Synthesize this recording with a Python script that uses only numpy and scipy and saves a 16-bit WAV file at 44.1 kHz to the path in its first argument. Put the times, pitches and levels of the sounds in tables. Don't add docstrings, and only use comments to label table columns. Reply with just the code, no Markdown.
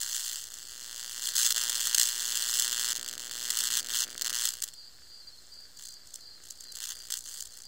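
import sys
import numpy as np
from scipy import signal
from scipy.fft import rfft, irfft
from scipy.io import wavfile
from scipy.ndimage import uniform_filter1d

SR = 44100
rng = np.random.default_rng(int(sys.argv[2]) if len(sys.argv) > 2 else 0)


def int16_out(signal):
    q = np.round(np.clip(np.atleast_2d(signal).T, -1, 1) * 32767)
    wavfile.write(sys.argv[1], SR, q.astype(np.int16))


def ratio_of_db(decibels):
    return 10 ** (np.asarray(decibels, float) / 20)


N = 338247
MAINS_HZ = 60


def evened(x):
    return x / np.sqrt(np.mean(x ** 2) + 1e-20)


def read(points, hz):
    f, value = np.transpose(points)
    return np.interp(np.log(hz + 1), np.log(f + 1), value)


def resonate(x, hz, width):
    turn = np.exp(2j * np.pi * hz * np.arange(len(x)) / SR)
    r = np.exp(-np.pi * width / SR)
    return 2 * (turn * signal.lfilter([1 - r], [1, -r], x / turn)).real


def noise_band(hz, width):
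    return evened(resonate(resonate(rng.standard_normal(N), hz, width), hz, width))


def lumps(width):
    smooth = uniform_filter1d(rng.standard_normal(N), int(width))
    return evened(uniform_filter1d(smooth, int(width)))


def held(t, rows, column, otherwise):
    rows = np.array(rows)
    k = np.maximum(np.searchsorted(rows[:, 0], t) - 1, 0)
    inside = (t >= rows[k, 0]) & (t < rows[k, 0] + rows[k, 1])
    return np.where(inside, rows[k, column], otherwise)


def cage_filtered(x, tilt_db=0, bow_db=0):
    # frequency in Hz, level in dB per Hz.
    spark = [(380, -39), (650, -31.5), (1660, -9.5), (2240, -4), (3280, -2), (7630, -0.5), (9110, -6),
             (15100, -10.5), (15700, -9), (16800, -36)]
    # frequency in Hz, width in Hz, depth in dB.
    notches = [(2180, 300, 12), (2480, 420, 16), (3830, 250, 12.5), (4700, 250, 5), (5600, 450, 8),
               (6900, 200, 3), (8650, 300, 8), (10250, 400, 8), (11300, 450, 17), (13000, 400, 9),
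               (14250, 500, 18)]
    hz = np.fft.rfftfreq(2048, 1 / SR)
    octaves = np.log2((hz + 50) / 7000)
    db = read(spark, hz) + tilt_db * octaves - bow_db * np.minimum(octaves ** 2, 3)
    db -= sum(depth / (1 + (2 * (hz - f) / w) ** 2) for f, w, depth in notches)
    log_gain = np.log(ratio_of_db(np.maximum(db, -70)))
    full = signal.hilbert(np.r_[log_gain, log_gain[-2:0:-1]]).conj()
    taps = -np.fft.ifft(np.exp(full)).real[:600]
    return signal.oaconvolve(x, taps / np.linalg.norm(taps))[:N]


def half_cycles():
    # time in seconds, snap in dB, extra of the negative half in dB.
    contact = [(0, -16.5, 3), (.3, -17, 3.5), (.48, -23, -2.5), (.7, -24, 2), (1, -21, 5.5),
               (1.33, -16.5, 0.5), (1.4, -16, 5), (1.6, -9.5, 1.5), (2.15, -13, 3), (2.6, -11, 2.5),
               (2.95, -9, 1), (3.25, -17, 0), (3.779, -7, 0), (4.46, -9, 0), (4.52, -17.5, -10),
               (4.681, -26.5, 0), (4.72, -42, 3), (7.67, -42, -7)]
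    # start in seconds, length in seconds, positive snap in dB, negative snap in dB.
    shifts = [(2.977, .22, -34, -14.5), (3.206, .13, -17.5, -17.5), (3.8, .085, -14.5, -16.5),
              (3.884, .05, -12.5, -13), (4.05, .161, -33, -21), (5.78, .05, -38, -25.5),
              (5.833, 0.062, -24.5, -46), (6.423, 0.099, -28.5, -40), (6.6, 0.12, -31, -43),
              (6.739, 0.052, -20.5, -30), (6.8, .13, -16, -20), (6.93, 0.21, -25, -35),
              (7.1, .085, -17.5, -23.5), (7.19, .07, -50, -46), (7.259, 0.18, -27, -22),
              (7.412, 0.074, -27, -42), (7.509, .09, -30, -33.5), (7.597, .07, -28.5, -61)]
    # start in seconds, length in seconds,
    # positive sizzle in dB, negative sizzle in dB, growth in dB per 2 ms.
    boils = [(-.1, 0.43, -37, -43, 3), (0.214, 0.16, -37, -42, 5), (0.375, 0.07, -43, -48, 4),
             (0.448, .6, -51.5, -75, 0), (1.063, .14, -47, -50, 0), (1.214, 0.098, -33, -41, 0),
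             (1.346, 0.12, -26.5, -25, -0.5), (1.466, 0.06, -26.5, -40, -1), (1.6, 0.077, -43, -46, -13),
             (1.738, 0.16, -36, -42, 1.5), (1.93, .07, -43.5, -47, -8), (1.975, 0.095, -37, -39, -13),
             (2.1, 0.36, -39, -50, -5), (2.47, 0.28, -38.5, -39.5, -13), (2.66, .27, -57, -55, -17),
             (3.487, 0.37, -45, -60, -13), (3.9, .15, -38, -46, -2), (4.3, 0.24, -45, -47, -7),
             (5.35, 0.26, -56, -80, 5), (5.762, .19, -47.5, -71, 1), (6.05, .16, -51, -73, 3.5),
             (6.418, 0.21, -47.5, -95, 4), (6.731, .35, -51.5, -83, 1), (7.203, .23, -42, -58, 3.5),
             (7.45, 0.23, -56, -82, -0.5)]
    # time in seconds, snap
    # in dB.
    misses = [(.4459, -28), (.4951, -41), (.6454, -31), (.6786, -31), (1.5292, -27), (1.5379, -25),
              (6.8625, -32), (2.9375, -44), (2.9458, -20), (3.104, -34), (3.1202, -31), (3.1625, -31),
              (3.1708, -37), (3.3037, -36.5), (3.6958, -22), (3.8125, -33), (3.8375, -40), (4.0625, -28),
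              (4.0958, -24), (4.1958, -17), (3.8792, -36), (4.2292, -25), (4.2383, -44), (4.2875, -41),
              (4.3125, -19), (4.3206, -30), (3.8208, -30), (4.5292, -25), (4.6125, -48), (4.6625, -28),
              (4.1042, -19), (4.1792, -12), (3.1458, -22), (3.2875, -25), (3.8542, -23), (4.0458, -14)]
    # time in seconds, snap in dB, sizzle in dB.
    flares = [(2.6458, -5, -34), (1.5792, -3, -32), (1.8704, -11, -29), (1.9466, -7, -21.5),
              (1.9792, -6, -22.5), (3.0871, -11, -57), (3.137, -17, -59), (3.1536, -20, -64),
              (2.5958, -8, -25.5), (4.1204, -23, -70), (4.2208, -4.5, -44), (1.6125, -6.5, -33),
              (4.4542, -2.5, -31), (4.4875, -12.5, -31.5), (4.6213, -19, -29.5), (4.6376, -22, -30),
              (2.8458, -5, -36), (4.6793, -20, -72), (4.6871, -19, -66), (4.7371, -27, -46),
              (2.7958, -6, -36), (6.7208, -27.5, -41), (6.1545, -50, -40), (6.505, -28, -35.5),
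              (6.605, -40, -44), (1.6958, -8.5, -28), (2.6792, -5, -40), (2.7292, -5, -42),
              (2.8125, -6, -42), (1.5625, -4, -38), (1.5708, -5, -42), (1.6375, -5, -40),
              (1.3375, -12, -38), (4.2958, -9, -41), (3.3125, -12, -45), (6.8292, -17, -44),
              (6.9208, -15, -44), (6.9875, -33, -42), (7.1042, -12, -39), (7.1208, -21, -30.5),
              (7.1375, -22, -32)]
    # time in seconds, sizzle in dB.
    spurts = [(1.8042, -31), (1.8542, -27), (1.9958, -21.5), (2.0125, -22), (2.0292, -23), (2.0375, -31),
              (2.0542, -28.5), (2.0708, -29), (2.0875, -30), (2.3208, -31), (2.3375, -39), (2.3542, -30.5),
              (2.3708, -27.5), (2.4208, -27), (2.4542, -36), (2.5375, -29), (2.5542, -28), (2.5875, -27),
              (2.6042, -32), (2.6208, -28.5), (3.5042, -25), (3.5708, -26.5), (3.5875, -27),
              (3.6042, -28.5), (3.6375, -29), (3.6542, -29), (3.6708, -29), (3.7708, -27), (3.7875, -30),
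              (1.2708, -28), (1.3708, -35), (1.5875, -34), (1.7542, -30), (1.8708, -26), (2.2208, -34),
              (2.2708, -35), (2.2875, -34), (2.4042, -34), (2.4875, -33), (2.5708, -32), (2.8042, -36),
              (2.8208, -36), (2.8542, -34), (2.8875, -33), (2.9042, -32), (3.4375, -39), (3.4542, -38),
              (3.7042, -34), (3.7208, -32), (3.7375, -32), (3.9542, -28), (3.9708, -34), (3.9875, -33),
              (4.0042, -28), (4.0375, -35), (4.4042, -33), (4.4375, -33), (4.4708, -31)]
    # time in seconds, sizzle in dB.
    spits = [(0.0125, -33), (0.0292, -33), (0.1625, -31), (0.1458, -33), (0.2708, -33), (0.3375, -35),
             (0.3542, -36), (0.4375, -38), (0.4042, -40), (0.5375, -40), (0.5708, -46), (5.8542, -42),
             (5.9042, -47), (5.9375, -47), (6.0708, -45), (6.1375, -38), (6.6375, -45), (6.7542, -40),
             (6.7708, -44), (6.8208, -36), (6.8375, -35), (6.8542, -31), (6.8708, -33), (6.8875, -33),
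             (6.9042, -31.5), (7.1542, -42), (7.1708, -35), (7.1875, -35), (7.4042, -34), (7.4208, -34),
             (7.4542, -44), (7.4708, -42), (7.5208, -46), (7.5708, -46.5), (7.5875, -48)]
    dry_db, steam_db = -42, -69
    build_db, build_share = 4, .25
    fitful_db = 2.5

    def which(rows):
        return np.round(2 * MAINS_HZ * np.array(rows)[:, 0] - .5).astype(int)

    count = int(2 * MAINS_HZ * N / SR) - 1
    cycle, negative = np.divmod(np.arange(count), 2)
    t = (cycle + .25 + negative / 2) / MAINS_HZ
    early, hard, wet = rng.standard_normal((count, 3)).T

    s, firm_db, extra_db = np.transpose(contact)
    usual_db = np.interp(t, s, firm_db) + negative * np.interp(t, s, extra_db)
    snap_db = held(t, shifts, 2 + negative, usual_db)

    done = (t - held(t, boils, 0, 0)) / held(t, boils, 1, 1)
    boil_db = held(t, boils, 2 + negative, -99) - build_db * np.maximum(1 - done / build_share, 0)
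    quiet_db = np.maximum(snap_db + dry_db, steam_db - 24 * negative)
    sizzle_db = np.maximum(boil_db, quiet_db) + fitful_db * np.clip(wet, -2, 1.5)
    snap_db = snap_db + hard
    growth_db = np.where(negative, -3.0, held(t, boils, 4, .5))

    snap_db[which(misses)] = np.array(misses)[:, 1]
    sizzle_db[which(misses)] = steam_db
    snap_db[which(flares)], sizzle_db[which(flares)] = np.array(flares)[:, 1:].T
    for pockets in (spurts, spits):
        sizzle_db[which(pockets)] = np.array(pockets)[:, 1] - 1.5
    growth_db[which(spurts)] = -3

    share = np.take((.235, .755), negative) + .0022 * (np.clip(snap_db, -26, -8) + 10) + .008 * early
    return (cycle + share) / MAINS_HZ, snap_db, sizzle_db, growth_db


def arc():
    start, snap_db, sizzle_db, growth_db = half_cycles()
    t = np.arange(N) / SR

    damp = np.clip((uniform_filter1d(sizzle_db - snap_db, size=7) + 39) / 14, .25, .9)
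    damp = damp * np.resize([1, .3], len(damp))
    snaps, bright = np.zeros(N), np.zeros(N)
    at = np.round(start * SR).astype(int)
    snaps[at] = ratio_of_db(snap_db + 2) * np.sqrt(1 - damp)
    bright[at] = rng.random(len(at))

    k = np.maximum(np.searchsorted(start, t) - 1, 0)
    since = t - start[k]
    left = (k // 2 + .57 + k % 2 * .52) / MAINS_HZ - t
    burning = np.clip(since / .00024, 0, 1) * np.clip(left / .00042, 0, 1)

    kicks = rng.random(N) * (rng.random(N) < 400 / SR)
    fits = signal.lfilter([1], [1, -np.exp(-1 / (.0022 * SR))], kicks)
    steady = np.clip(.55 - .088 * growth_db[k], .05, .95)
    flare = steady + (1 - steady) * 1.22 * uniform_filter1d(np.minimum(fits, .8), size=14)

    level_db = sizzle_db[k] + growth_db[k] * (since - .004) / .002 + 1.5 * lumps(40)
    sizzling = ratio_of_db(np.minimum(level_db + 6.5, sizzle_db[k] + 11.5)) * flare
    smear = ratio_of_db(snap_db[k] - 3.5) * np.sqrt(damp[k]) * np.exp(-abs(since) / .00075)
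    restrikes = rng.standard_normal(N) * (rng.random(N) < .4)
    hail = np.hypot(sizzling, smear) * burning * restrikes

    weak = np.clip((-22 - uniform_filter1d(snap_db, size=9)[k]) / 12, 0, 1)
    steam = cage_filtered(hail * np.sqrt(weak), tilt_db=2, bow_db=4.5)
    sizzle = cage_filtered(hail * np.sqrt(1 - weak), tilt_db=.52)
    bright_snaps = cage_filtered(snaps * bright, tilt_db=-.9)
    dull_snaps = cage_filtered(snaps * (1 - bright), tilt_db=-2.5, bow_db=-.8)
    return sizzle + steam + bright_snaps + dull_snaps


def porch(x):
    t = np.arange(SR // 4) / SR
    tail = rng.standard_normal(len(t)) * ratio_of_db(-60 * t / .12) * np.clip(t / .00043, 0, 1)
    return signal.oaconvolve(x, tail / np.linalg.norm(tail))[:N]


def transformer():
    # time in seconds, buzz in dB.
    load = [
        (0, -79),
        (.9, -75),
        (1.55, -69),
        (2.7, -65),
        (4.4, -65),
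        (4.76, -83),
        (6.8, -77),
        (7.67, -79.5),
    ]
    t = np.arange(N) / SR
    hum = ratio_of_db(-78 + 1.1 * lumps(2000)) * np.sin(2 * np.pi * (MAINS_HZ * t + rng.random()))
    uneven = .041 * np.cos(2 * np.pi * MAINS_HZ * t)
    turns = 2 * MAINS_HZ * t + .025 * lumps(250) - .45 + uneven
    half = np.floor(turns)
    pulls = np.diff(half, prepend=-1) * (1 + .28 * np.cos(np.pi * half))
    load_db = np.interp(t, *np.transpose(load))
    wobble = ratio_of_db(2.6 * lumps(250))
    body = resonate(pulls * wobble, 270, 160) + 1.03 * resonate(pulls * wobble, 450, 500)
    push = evened(resonate(body, 560, 1400))
    tick = evened(resonate(resonate(pulls * wobble ** 2, 1500, 910), 1340, 1000))
    return hum + ratio_of_db(load_db + 5.5) * push + ratio_of_db(load_db + 6.5) * tick


def chirping(chirps, pause_s, swell_s, hold_s, fade_s):
    first_s, first_db = chirps[0]
    earlier = [(s, first_db - 4) for s in np.arange(first_s - pause_s, -pause_s, -pause_s)]
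    t = np.arange(N) / SR
    corners = np.cumsum([0, swell_s, hold_s, fade_s])
    return sum(ratio_of_db(db) * np.interp(t - s, corners, [0, 1, 1, 0]) ** 2 for s, db in earlier + chirps)


def trilling_cricket():
    # start in seconds, level in dB.
    high_chirps = [(4.715, -53), (5.05, -52), (5.485, -51), (5.81, -53), (6.18, -53), (6.56, -53.5),
                   (6.89, -54), (7.26, -55), (7.61, -51)]
    tone_hz, wander_hz, strokes_per_s, warm_up_hz = 4790, 35, 93, 150
    gain = chirping(high_chirps, pause_s=.345, swell_s=.05, hold_s=.115, fade_s=.03)
    strokes = np.cos(np.pi * np.cumsum(strokes_per_s * (1 + .16 * lumps(814))) / SR) ** 2
    warm = np.clip(gain / ratio_of_db(-57), 0, 1)
    pitch = tone_hz + wander_hz * lumps(465) - 90 * strokes - warm_up_hz * (1 - warm)
    tone = (.5 + strokes) * ratio_of_db(2.5 * lumps(170)) * np.sin(2 * np.pi * np.cumsum(pitch) / SR)
    fuzz = noise_band(.94 * tone_hz, 450)
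    murmur = ratio_of_db(-72 + 3 * lumps(1500))
    return (gain + murmur) * evened(evened(tone) + .55 * fuzz)


def far_chorus():
    far = ratio_of_db(-68.5 + lumps(1100)) * noise_band(5150, 450)
    under = ratio_of_db(-68 + 3 * lumps(700)) * noise_band(4200, 350)
    return far + under


def air():
    # frequency in Hz, level in dB per Hz.
    air_curve = [(26, -22), (45, 3), (247, -12.5), (287, -10.5), (1090, -14.5), (1740, -9.5), (2400, -20.5),
                 (3800, -7.5), (4570, 1), (5700, -14), (7480, -7.5), (11100, -23), (14900, -14.5),
                 (16500, -59)]
    hz = np.fft.rfftfreq(N, 1 / SR)
    tinted = irfft(rfft(rng.standard_normal(N)) * ratio_of_db(read(air_curve, hz)), N)
    return ratio_of_db(-57.3) * evened(tinted)


def strokes_at(starts, level_db, hz, fall_hz, length):
    out = np.zeros(N + SR)
    u = np.arange(0, length, 1 / SR) / length
    chances = rng.standard_normal((len(starts), 2))
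    for s, db, (louder, higher) in zip(starts, level_db, chances):
        pitch = hz + 40 * higher - fall_hz * u ** 4
        tone = np.sin(np.pi * u ** .6) * np.sin(2 * np.pi * np.cumsum(pitch) / SR)
        out[round(s * SR):][:len(u)] += ratio_of_db(db + 2.5 * louder + 6) * tone
    return out[:N]


def chipping_cricket():
    times = np.arange(.094, N / SR, .2465)
    level_db = -53 - np.resize([5., 0], len(times))
    return strokes_at(times, level_db, hz=4680, fall_hz=300, length=.03)


def low_cricket():
    # start in seconds, level in dB.
    low_chirps = [(4.72, -58), (5.22, -56), (5.78, -56), (6.2, -57), (6.63, -56), (7.2, -60)]
    pause_s, stroke_every_s = .495, .051
    first_s, first_db = low_chirps[0]
    earlier = [(s, first_db) for s in np.arange(first_s % pause_s, first_s - .1, pause_s)]
    chirps = np.array(earlier + low_chirps)
    stroke = np.arange(4)
    starts = (chirps[:, :1] + stroke_every_s * stroke).ravel()
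    level_db = (chirps[:, 1:] - 2 * abs(stroke - 1.3)).ravel()
    return strokes_at(starts, level_db, hz=4230, fall_hz=500, length=.046)


def jolts():
    # time in seconds, level in dB.
    hard_sparks = [(.947, -50), (1.546, -47), (1.562, -46), (1.571, -44), (1.579, -43), (1.637, -46),
                   (1.654, -48), (1.687, -47), (1.696, -46), (1.704, -47), (1.762, -48), (1.779, -48),
                   (1.862, -47), (1.946, -46)]
    hz, width_hz = 550, 600
    s, db = np.transpose(hard_sparks)
    hits = np.zeros(N)
    hits[np.round(s * SR).astype(int)] = ratio_of_db(db)
    knock = resonate(resonate(hits, hz, width_hz), hz, width_hz)
    return knock * SR / (np.pi * width_hz)


def scene():
    sparks = arc()
    zapper = sparks + ratio_of_db(-15.5) * porch(sparks) + transformer()
    evening = trilling_cricket() + far_chorus() + air() + chipping_cricket() + low_cricket()
    evening = evening - .55 * resonate(evening, 3830, 240)
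    mono = zapper + evening + jolts()
    return np.array([mono, mono])


def starved(x):
    hz, t, z = signal.stft(x, SR, nperseg=2048, noverlap=1024, window="cosine")
    power, f = abs(z) ** 2, hz[:, None]
    band = uniform_filter1d(power, size=5, axis=0)
    around = uniform_filter1d(power, size=90, axis=0)
    mood_db = 18 * uniform_filter1d(rng.standard_normal(z.shape), size=16, axis=0)
    masked = around * ratio_of_db(-2 * 14.5) * (f > 1900)
    loud = uniform_filter1d(power.mean(0), size=3) * ratio_of_db(-2 * 21.3) * ((f > 130) & (f < 1000))
    faint = ratio_of_db(-2 * 99) * (f > 9000)
    mask = np.maximum(np.maximum(masked, loud), faint) * ratio_of_db(2 * mood_db)
    frames = np.pad(x, (512, 2048))[:1024 * len(t)].reshape(len(t), 1024)
    snappy = abs(frames).max(1) > 10.5 * frames.std(1)
    kept = (band > mask) & (snappy | (f < 15800))
    return signal.istft(z * kept, SR, nperseg=2048, noverlap=1024, window="cosine")[1][:N]


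def band_limit(x):
    return signal.sosfilt(signal.butter(12, 16990, fs=SR, output="sos"), x)


def record(dry):
    # frequency in Hz, level in dB.
    sides = [(60, -3), (300, -2.5), (1300, -2), (4000, 5), (12000, 6)]
    overload = .5
    edge = signal.firwin(255, 16800, window=("kaiser", 5), fs=SR)
    rounded = overload * np.tanh(dry[0] / overload)
    mono = starved(signal.oaconvolve(rounded, edge, "same"))
    tint = ratio_of_db(read(sides, np.fft.rfftfreq(N, 1 / SR)))
    tinted = irfft(rfft(np.roll(mono, 300)) * tint, N)
    grain = ratio_of_db(-22) * tinted * np.maximum(lumps(460) - .3, 0)
    mix = np.array([mono + grain, mono - grain]) + .00183
    return band_limit(mix)


dry = scene()
out = record(dry)
int16_out(out)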